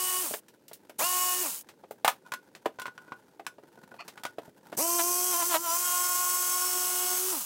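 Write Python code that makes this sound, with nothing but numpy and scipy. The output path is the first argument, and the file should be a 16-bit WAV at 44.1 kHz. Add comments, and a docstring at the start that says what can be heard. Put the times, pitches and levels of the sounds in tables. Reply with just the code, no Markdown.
"""A jigsaw runs in three bursts at a workbench, the first already under way at the start.
Its motor hums and whines at multiples of its turning speed, and its fan and blade guide hiss in puffs.
The shoe buzzes on a thick board, slack gears chatter at each start and stop, and the teeth rasp late on.
In between, the saw is set down with two thumps, and the clamp clicks, scrapes and creaks while the
board knocks and slides: short bursts of noise and fading tones, over the quiet air of the shop."""
import sys
import numpy as np
from scipy import signal
from scipy.fft import rfft, irfft, next_fast_len
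from scipy.io import wavfile

SR = 44100
rng = np.random.default_rng(int(sys.argv[2]) if len(sys.argv) > 2 else 0)


def dump(signal):
    """Clip the signal to [-1, 1] and save it as 16-bit WAV at the path in sys.argv[1]."""
    limited = np.clip(np.atleast_2d(signal).T, -1, 1)
    pcm = np.round(limited * 32767).astype(np.int16)
    wavfile.write(sys.argv[1], SR, pcm)


N = 328545
T = np.arange(N) / SR   # time of every sample, s


def from_db(db):
    """Turn decibels into gain."""
    return 10 ** (np.asarray(db) / 20)


def rms_one(x):
    """Scale to unit rms, a common measure of strength."""
    return x / np.sqrt(np.mean(x ** 2) + 1e-20)


def in_time(rows):
    """Read each column of a curve at every sample."""
    s, *columns = np.transpose(rows)
    return [np.interp(T, s, column) for column in columns]


def bump(start, top, end):
    """Rise from 0 to 1 and fall back; a bump that ends before its start stays silent."""
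    return np.interp(T, [start, top, end], [0, 1, 0])


def swells(rows):
    """Gain that rises and falls once for each row."""
    return sum(from_db(db) * bump(start, top, end) for start, top, end, db, *_ in rows)


def gain_at(spectrum, hz):
    """Gain of a spectrum, read on a log-frequency axis."""
    points, db = np.transpose(spectrum)
    return from_db(np.interp(np.log(hz), np.log(points), db))


def tinted(x, spectrum):
    """Filter a sound by the given spectrum; unit rms."""
    n = next_fast_len(len(x), True)
    gain = gain_at(spectrum, np.fft.rfftfreq(n, 1 / SR) + 1)
    return rms_one(irfft(gain * rfft(x, n), n)[:len(x)])


def coloured(spectrum, size=N):
    """Noise of unit rms with the given spectrum."""
    return tinted(rng.standard_normal(size), spectrum)


def drift(rate):
    """Smooth chance of spread 1 that changes about rate times a second."""
    step = 40   # drawn at every 40th sample, then joined by straight lines
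    r = np.exp(-2 * step * np.pi * rate / SR)
    draws = rng.standard_normal(N // step + 2002)
    slow = signal.lfilter([1], [1, -2 * r, r * r], draws)[2000:]   # drop the filter's start
    return np.interp(np.arange(N) / step, np.arange(len(slow)), rms_one(slow))


def tone(phase):
    """Sine of unit rms with a random start."""
    return np.sqrt(2) * np.sin(phase + rng.uniform(0, 2 * np.pi))


def workshop(x, t60, wet_db):
    """Dense, fading reflections from bench, floor and walls, starting after 4 ms."""
    t = T[:SR // 2]
    echoes = rng.standard_normal(len(t)) * from_db(-60 * t / t60) * (t > .004)
    return x + from_db(wet_db) * signal.fftconvolve(x, echoes / np.linalg.norm(echoes))[:N]


def blows(rows, modes, body, ring_db, t60, rise_s, level_db, looseness=((0, 0),)):
    """Each blow starts a fast-dying crack and the ringing modes; a harder contact is brighter."""
    out, t = np.zeros(N + SR), T[:SR // 3]
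    for s, db, hardness in rows:
        tilted_body = [(hz, level + hardness * np.log2(hz)) for hz, level in body]
        crack = coloured(tilted_body, size=len(t))
        # the direct snap stands out of the body's decay for a few milliseconds
        crack *= 0.77 * from_db(-60 * t / t60) + 0.64 * np.exp(-t / 0.0013)
        ring = sum(from_db(level + rng.normal(0, 0.89) - 60 * t / life) * tone(2 * np.pi * hz * t)
                   for hz, level, life in modes)
        ring_gain = from_db(ring_db + np.interp(s, *np.transpose(looseness)))
        onset = 1 - np.exp(-t / rise_s)
        at = round(s * SR)
        out[at:at + len(t)] += from_db(db + level_db) * (crack + ring_gain * ring) * onset
    return out[:N]


# colour of the quiet air of the shop: (f/Hz, level/dB per Hz)
AIR_COLOUR = [(65, -3.5), (160, -3), (330, 0), (560, -3.5), (800, -21.5), (16000, -32)]


def shop_air():
    """The air of the shop is a faint, steady, mostly low noise."""
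    return from_db(-62.5) * coloured(AIR_COLOUR)


# hands, sleeves and board slide about: (start t/s, loudest t/s, end t/s, level/dB)
SLIDE_TIMES = [(3.37, 3.41, 3.27, -47), (3.5, 3.93, 5.07, -64), (4.64, 4.74, 4.87, -54.5)]
# colour of rustling and sliding: (f/Hz, level/dB per Hz)
RUSTLE_COLOUR = [(50, -13), (150, 7), (700, -5), (900, 6.5), (1150, -13), (1460, 0), (2200, -15),
                 (16000, -21)]
RUSTLE_DB = -66.5   # faint steady rustle under the slides
CONTACTS_PER_S, CONTACT_DECAY_S, CONTACT_SPREAD_DB = 110, 0.0052, 1.5


def handling(smooth):
    """Sleeves rustle; wood and clamp slide in many tiny contacts, each dying within milliseconds."""
    strength = from_db(CONTACT_SPREAD_DB * np.minimum(rng.standard_normal(N), 2))
    touches = (rng.random(N) < CONTACTS_PER_S / SR) * strength
    keep = np.exp(-1 / (CONTACT_DECAY_S * SR))
    grain = rms_one(signal.lfilter([1], [1, -keep], touches + 1e-18))
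    return (from_db(RUSTLE_DB) + swells(SLIDE_TIMES)) * (smooth + grain) * coloured(RUSTLE_COLOUR)


# small hard ticks: (t/s, relative level/dB, hardness/dB per octave)
TICK_BLOWS = [(.483, -48, 1.5), (.681, -42, 4.5), (.732, -35.5, 5.5), (1.688, -41, -1.5), (1.909, -41.5, 9),
              (2.55, -39.5, -2.5), (4.0795, -34.5, -1)]
# dense, quickly damped resonances of a tick: (f/Hz, level/dB per Hz)
TICK_COLOUR = [(200, -4.5), (1000, 2.5), (3000, 2.5), (16000, -7.5)]


def ticks():
    """Small hard contacts give a short crack of noise without a ring."""
    return blows(TICK_BLOWS, [], TICK_COLOUR, ring_db=0, t60=0.087, rise_s=0.00054, level_db=-2.0)


# knocks on the board: (t/s, relative level/dB, hardness/dB per octave)
KNOCKS = [(.309, -30.5, 1), (.337, -22.5, 7), (.713, -34, 2.5), (.895, -35, 6), (1.837, -35.5, 1),
          (1.909, -32.5, 3.5), (2.657, -14.5, 2.5), (3.395, -30, 2), (3.582, -40, 1.5), (3.634, -41, 0.5),
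          (3.94, -38, 3.5), (4.383, -26, 2.5), (4.479, -38.5, -12), (4.726, -27, 3)]
# what the board rings with: (f/Hz, level/dB, time to fall 60 dB t/s)
BOARD_RING = [(358, 1.5, 0.022), (640, 4.4, 0.033)]
# dense, quickly damped resonances of the board: (f/Hz, level/dB per Hz)
BOARD_COLOUR = [(50, -16), (150, -0.5), (400, 8), (700, 4), (1200, -7), (3000, -21), (6000, -34.5),
                (16000, -43.5)]


def board_knocks():
    """The thick board answers a knock with a dull crack and two short tones."""
    return blows(KNOCKS, BOARD_RING, BOARD_COLOUR, ring_db=-7.5, t60=0.05, rise_s=0.0021, level_db=-1.0)


# the clamp clicks: (t/s, relative level/dB, hardness/dB per octave)
CLICKS = [(2.3195, -24.5, 0), (2.337, -24, 1), (2.787, -30, -4.5), (2.797, -31, 2), (2.8175, -29, 1),
          (2.8555, -27.5, -3), (2.866, -32, 0), (2.879, -33, -4), (2.978, -36.5, -2.5), (3.08, -40, -9),
          (3.12, -27, -6), (3.4655, -22.5, 0.5), (3.776, -41, -12), (3.835, -43, -3.5), (3.916, -33, -14),
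          (4.176, -33.5, -2), (4.235, -26.5, 1), (4.2515, -21.5, -1.5), (4.264, -33.5, 1.5)]
# what the clamp's steel bar rings with: (f/Hz, level/dB, time to fall 60 dB t/s)
BAR_RING = [(1035, -1, .06), (1464, 2, .125), (1540, -4, .07), (1987, -11, .044), (2498, -17, .11)]
# dense, quickly damped resonances of the clamp: (f/Hz, level/dB per Hz)
CLAMP_COLOUR = [(300, -12), (1100, 0.5), (1600, -4.5), (2600, -6.5), (16000, -21.5)]
# the bar rings while it hangs loose and is damped once it grips: (t/s, added ring level/dB)
BAR_LOOSENESS = [(2.9, 1.5), (3.4, -7)]


def clamp_clicks():
    """Clicks set the clamp's steel bar ringing, less so once it grips."""
    return blows(CLICKS, BAR_RING, CLAMP_COLOUR, ring_db=-7.0, t60=0.048, rise_s=0.00042,
                 level_db=-5.0, looseness=BAR_LOOSENESS)


# the jaw scrapes along the bar: (start t/s, loudest t/s, end t/s, level/dB)
SCRAPE_TIMES = [(2.245, 2.275, 2.28, -47.5), (2.735, 2.755, 2.63, -46.5), (2.97, 3.06, 3.23, -59.5),
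                (3.545, 3.61, 3.5, -45)]


def scrapes(slips_per_s, grit_db):
    """Many tiny slips of the jaw set the clamp's bar ringing, with some gritty noise."""
    slips = (rng.random(N) < slips_per_s / SR) * rng.standard_normal(N)
    t = T[:SR // 2]
    bar = sum(from_db(db - 60 * t / life) * np.sin(2 * np.pi * hz * t) for hz, db, life in BAR_RING)
    ringing = rms_one(signal.fftconvolve(slips, bar)[:N])
    grit = from_db(grit_db) * tinted(slips, CLAMP_COLOUR)
    return swells(SCRAPE_TIMES) * (ringing + grit)


# the clamp screw creaks: (start t/s, loudest t/s, end t/s, level/dB)
SQUEAK_TIMES = [(3.984, 4.008, 4.03, -37.5)]
# resonances of the creaking screw: (f/Hz, level/dB)
SCREW_TONES = [(1210, 4), (1960, -4), (2490, 2.5), (4370, -6)]
SLIPS_PER_S, SLIP_T60_S = 620, 0.016   # the slip rate wanders around this value


def squeaks(uneven):
    """The clamp screw sticks and slips as it is tightened; each slip rings its resonances briefly."""
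    turns = np.cumsum(SLIPS_PER_S * np.exp(uneven * drift(69))) / SR
    slips = np.diff(np.floor(turns), prepend=0) * from_db(4.3 * drift(200))
    t = T[:SR // 10]
    ring = sum(from_db(db - 60 * t / SLIP_T60_S) * np.sin(2 * np.pi * hz * t) for hz, db in SCREW_TONES)
    return swells(SQUEAK_TIMES) * rms_one(signal.fftconvolve(slips, ring)[:N])


# the saw is set down: (t/s, relative level/dB, hardness/dB per octave)
SET_DOWN = [(2.0465, -12.5, -3), (2.078, -13, -1.5)]
# what the saw rings with: (f/Hz, level/dB, time to fall 60 dB t/s)
SAW_RING = [(538, -12, .12), (800, 2, .045), (1470, 0, .09), (1776, -5, .07), (2767, -9, .06)]
# dense, quickly damped resonances of the saw: (f/Hz, level/dB per Hz)
SAW_COLOUR = [(300, -31), (800, 4.5), (1500, -3.5), (3000, -7.5), (5000, -12), (16000, -10)]


def saw_set_down():
    """The saw lands with a thump of noise and a weak ring of its own tones."""
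    return blows(SET_DOWN, SAW_RING, SAW_COLOUR, ring_db=-14.5, t60=0.087, rise_s=0.00032, level_db=-2.0)


# the trigger is pulled: (on t/s, off t/s, relative hiss level/dB, relative chatter level at the start/dB,
# relative chatter level at the stop/dB, braking/turns per s per s)
TRIGGER_RUNS = [(-.2, .227, -29, -45, -43, 2050), (.983, 1.425, -28, -31, -39, 1750),
                (4.767, 7.316, -28, -35, -41, 1750)]
# speed the motor settles at under the steady drag of the wood: (t/s, speed/turns per s)
CRUISE_SPEED = [(0, 368), (1.432, 362), (4.83, 341), (5.261, 362), (5.491, 360), (5.602, 347), (5.82, 357),
                (6.581, 362), (7.14, 363), (7.31, 374)]
# the shoe buzzes on the wood and loads the motor:
# (start t/s, loudest t/s, end t/s, relative level/dB, speed lost before inertia smooths it/turns per s)
SHOE_BUZZES = [(4.984, 4.998, 5.022, -27.5, 30), (5.315, 5.335, 5.385, -34, 30),
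               (5.385, 5.425, 5.442, -33, 40), (5.493, 5.528, 5.545, -31, 36),
               (5.538, 5.55, 5.579, -25.5, 60), (5.635, 5.665, 5.76, -39, 26)]
INERTIA_S, SWITCH_ON_S = .021, .01   # time to gain speed; time for the hiss to come on
HUM_BRAKE_POWER, HISS_BRAKE_POWER = 3.3, 0.85   # levels as powers of the speed while braking


def motor():
    """Speed, air flow and vibration: it spins up, sags under each buzz and brakes evenly when let go."""
    cruise, = in_time(CRUISE_SPEED)
    keep = np.exp(-1 / (INERTIA_S * SR))
    load = sum(lost * bump(start, top, end) for start, top, end, _, lost in SHOE_BUZZES)
    sag = signal.lfilter([1 - keep], [1, -keep], load)
    share, flow, drive = 0, 0, 0
    for on, off, db, _, _, brake in TRIGGER_RUNS:
        since = np.maximum(T - on, 0)
        braking = np.clip(1 - brake * (T - off) / cruise, 0, 1)
        spin = 1 - np.exp(-since / INERTIA_S)
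        share += spin * braking
        # hum and whine die faster than the hiss as the motor runs down
        drive += spin * braking ** HUM_BRAKE_POWER
        flow += from_db(db) * np.minimum(since / SWITCH_ON_S, 1) * braking ** HISS_BRAKE_POWER
    return share * (cruise - sag), flow, drive


SEATED_S = (5.07, 5.63)   # in the last run the saw is lowered from its nose onto its shoe


def stance():
    """Shares of three settings: the first two runs, then the last run tilted on its nose, then seated."""
    seated = np.interp(T, SEATED_S, [0, 1])
    tilted = (T > TRIGGER_RUNS[-1][0]) * (1 - seated)
    first_runs = np.maximum(1 - tilted - seated, 0)
    return np.array([first_runs, tilted, seated])


# colour of the teeth's rasp: (f/Hz, level/dB per Hz)
RASP_COLOUR = [(300, -36), (800, 1), (1350, 1), (2100, -15), (2800, 1), (3700, -3.5), (6000, -3)]


def rasp(angle, depth):
    """The teeth tear at the wood, hardest once in each blade stroke of eight motor turns."""
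    stroke = np.sin(angle / 8)
    return from_db(-39) * coloured(RASP_COLOUR) * (1 + depth * stroke)


# lead before a stop, then time from a start or stop to the loudest moment and to the end
RATTLE_LEAD_S, RATTLE_PEAK_S, RATTLE_END_S = .025, .038, .08


def slack():
    """Gain of the chatter while the drive is slack, at every start and stop."""
    starts = swells([(on, on + RATTLE_PEAK_S, on + RATTLE_END_S, db)
                     for on, _, _, db, _, _ in TRIGGER_RUNS])
    stops = swells([(off - RATTLE_LEAD_S, off + RATTLE_PEAK_S, off + RATTLE_END_S, db)
                    for _, off, _, _, db, _ in TRIGGER_RUNS])
    return starts + stops


# how the housing colours a buzz: (f/Hz, level/dB)
HOUSING_COLOUR = [(330, -11.5), (650, -3), (1000, -1), (1400, -9.5), (2000, -13), (2800, -12.5),
                  (7000, -28)]


def chatter(angle, speed, count):
    """Slack gears knock once a turn; rough harmonics below count glide through housing resonances."""
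    knocks = 0
    for k in range(1, count):
        rough = from_db(2.5 * drift(110)) * tone(k * angle + .35 * drift(90))
        knocks += gain_at(HOUSING_COLOUR, k * speed + 1) ** 2 * rough
    return slack() * knocks


# the blade tip plunges in and splinters the surface: (start t/s, loudest t/s, end t/s, level/dB)
PLUNGE_TIMES = [(5.49, 5.558, 5.58, -33), (5.56, 5.61, 5.53, -37.5)]


def rattle(angle, shoe_db, loose_db):
    """Loose parts, the shoe and the plunging blade clatter in step with the shaft."""
    taps = (1 + np.cos(angle)) ** 2 * from_db(2 * drift(200)) * rng.standard_normal(N)
    loose = from_db(loose_db) * slack() * tinted(taps, HOUSING_COLOUR)
    shoe = from_db(shoe_db) * swells(SHOE_BUZZES) * tinted(taps, SAW_COLOUR)
    splinters = swells(PLUNGE_TIMES) * tinted(taps, RASP_COLOUR)
    return loose + shoe + splinters


# hiss of the first two runs: (f/Hz, level/dB per Hz)
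FIRST_RUNS_COLOUR = [(100, -51), (900, -3), (2000, -10.5), (2900, -4), (3800, -6.5), (6200, -1),
                     (8200, 2.5), (16000, 1.5)]
# hiss of the last run with the saw tilted on its nose for the plunge: (f/Hz, level/dB per Hz)
TILTED_COLOUR = [(130, -35), (400, -14), (1000, -13), (3800, -14), (6100, 5.5), (7200, -1.5), (8100, 5.5),
                 (10000, 1), (13400, 2.5), (16000, -3.5)]
# hiss of the last run with the shoe seated on the board: (f/Hz, level/dB per Hz)
SEATED_COLOUR = [(130, -91), (350, -20.5), (1200, -7), (1800, -14), (3800, -11.5), (5800, -2), (8000, .5),
                 (16000, -0.5)]
# bands that swell or dip as the saw turns over the board: (strongest t/s, f/Hz, level change/dB)
TURNING_BANDS = [(.1, 8900, 5), (1.2, 7000, 5), (5.95, 7040, 4), (6.2, 11700, 3), (6.45, 13800, 1),
                 (6.45, 12500, -12)]
BAND_WIDTH_HZ, BAND_SWELL_S = 550, 0.76


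def hiss(angle, held):
    """Air and friction noise in sharp puffs, one a turn, with a colour for each of the three settings."""
    colours = (FIRST_RUNS_COLOUR, TILTED_COLOUR, SEATED_COLOUR)
    noise = sum(np.sqrt(share) * coloured(colour) for share, colour in zip(held, colours))
    for s, hz, db in TURNING_BANDS:
        band = signal.lfilter(*signal.iirpeak(hz, hz / BAND_WIDTH_HZ, fs=SR), noise)
        noise = noise + (from_db(db) - 1) * bump(s - BAND_SWELL_S, s, s + BAND_SWELL_S) * band
    puffs = 1 + .2 * np.cos(angle) + .23 * np.cos(2 * angle) + .13 * np.cos(3 * angle)
    return noise * puffs * from_db(0.93 * drift(200))


# armature slots, fan blades and gear teeth whine at these multiples of the motor speed: (multiple)
WHINE_MULTIPLES = [5, 6, 7, 8, 9, 13, 15, 17.5, 22]
# whine of the first two runs, then of the last run tilted and seated, a row each:
# (relative level/dB, one for each multiple)
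WHINE_LEVELS = [
    [-18.5, -24, -23, -12.5, -31, -18.5, -18.5, -19, -12],
    [-41, -37, -22.5, -23.5, -22.5, -23, -25, -16, -14],
    [-29.5, -27, -26.5, -23, -22.5, -40, -18.5, -15, -12.5],
]


def whine(angle, held, flutter_db, wander):
    """High multiples of the motor; play in the gears smears the highest ones into narrow bands."""
    play = drift(100)
    total = 0
    for k, db in zip(WHINE_MULTIPLES, np.transpose(WHINE_LEVELS)):
        smear = (k / 21) ** 3
        gain = from_db(db @ held + flutter_db * drift(7.2))
        total += gain * tone(k * angle + smear * play + wander * drift(29))
    return total


# hum at 1, 2, 3 and 4 times the motor speed: (relative level in the first two runs/dB,
# in the last run tilted/dB, seated/dB, slope/dB per dB of the third-harmonic curve, extra at full feed/dB)
HUM_LEVELS = [(-53.5, -43, -53.5, -.5, 5.5), (-39.5, -32.5, -47, 1.26, 11.5), (-31, -32.5, -34, 1, -3.5),
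              (-48, -48, -42, 0.77, 0)]


def hum(angle, drive, third_db, held, feed, flutter_db, stroke_depth, count):
    """The rotor shakes housing and board; the shoe tapping once a turn swells a row of harmonics."""
    orders = np.arange(1, count + 1)
    colour = gain_at(HOUSING_COLOUR, orders * np.min(np.array(CRUISE_SPEED)[:, 1]))
    taps = sum(from_db(db) * np.sqrt(bump(start, top, end)) for start, top, end, db, _ in SHOE_BUZZES)
    # no two taps are alike, so each harmonic is rough
    gains = [share * taps * from_db(2 * drift(90)) for share in colour / np.linalg.norm(colour)]
    for k, (*db, slope, feed_db) in enumerate(HUM_LEVELS):
        shake = drive * from_db(db @ held + slope * third_db + feed_db * feed)
        gains[k] = np.hypot(gains[k], shake) * from_db(flutter_db * drift(19.6))
    harmonics = sum(gain * tone(k * angle) for k, gain in zip(orders, gains))
    # the geared-down blade stroke rocks the saw a little
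    return harmonics * (1 + stroke_depth * np.sin(angle / 8))


# how strongly the third hum harmonic sounds; the others follow by their own slopes:
# (t/s, relative level/dB)
THIRD_HARMONIC = [(.17, -8.5), (.25, -22), (1.03, -3), (1.33, -4), (1.38, -17), (4.83, -4.5), (5.13, -7),
                  (5.29, -6), (5.43, -0.5), (5.478, -13), (5.62, -10), (5.705, 3), (5.768, 1), (5.787, -9),
                  (5.85, -3.5), (5.98, 0.5), (6.4, -4), (6.8, -6), (7.15, -6.5), (7.25, -17.5)]
# dB per dB of that curve: the first raises hiss and whine alike, the second adds to the whine
HISS_FOLLOWS, WHINE_FOLLOWS = 0.081, 0.41
FEED_S = (6.4, 7.1, 8.2)        # the blade is fed into the wood: start, strongest, end
LANDING_S = (5.54, 5.6, 5.75)   # the shoe comes down flat: start, deepest dip, end
LANDING_DB = -8.5               # hiss and whine dip together
WHINE_FEED_DB = 3               # the gears whine louder at full feed


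def jigsaw():
    """One shaft times hum, whine, hiss, rasp and rattle; the rasp's level follows only the feed."""
    speed, flow, drive = motor()
    angle = 2 * np.pi * np.cumsum(speed * (1 + 0.00084 * drift(19.3))) / SR
    third_db, = in_time(THIRD_HARMONIC)
    held, feed = stance(), bump(*FEED_S)
    flow = flow * from_db(HISS_FOLLOWS * third_db + LANDING_DB * bump(*LANDING_S))
    whine_gain = drive * from_db(WHINE_FOLLOWS * third_db + WHINE_FEED_DB * feed)
    high = whine_gain * whine(angle, held, flutter_db=2.5, wander=0.38)
    # bench and board throw the hiss back almost at once, which colours it in narrow bands
    air = workshop(hiss(angle, held), t60=.012, wet_db=-14)
    low = hum(angle, drive, third_db, held, feed, flutter_db=2.1, stroke_depth=0.03, count=18)
    cutting = feed * rasp(angle, depth=0.4)
    loose = rattle(angle, shoe_db=-10, loose_db=-9) + chatter(angle, speed, count=10)
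    return low + flow * (high + air) + cutting + loose


def scene():
    """Saw, knocks and handling over the quiet air of the shop, heard from one point."""
    things = ticks() + board_knocks() + clamp_clicks() + saw_set_down()
    things += scrapes(slips_per_s=880, grit_db=-7) + squeaks(uneven=.25)
    background = shop_air() + handling(smooth=0.16)
    mono = background + workshop(things, t60=0.13, wet_db=-11.5) + jigsaw()
    return np.array([mono, mono])


LOW_CUT_HZ, CUTOFF_HZ = 152, 15800


def record(dry):
    """The small microphone thins the bass; the top is cut steeply."""
    thin = signal.sosfilt(signal.butter(2, LOW_CUT_HZ, "high", fs=SR, output="sos"), dry)
    return signal.sosfilt(signal.ellip(12, .1, 80, CUTOFF_HZ, fs=SR, output="sos"), thin)


dry = scene()
out = record(dry)
dump(out)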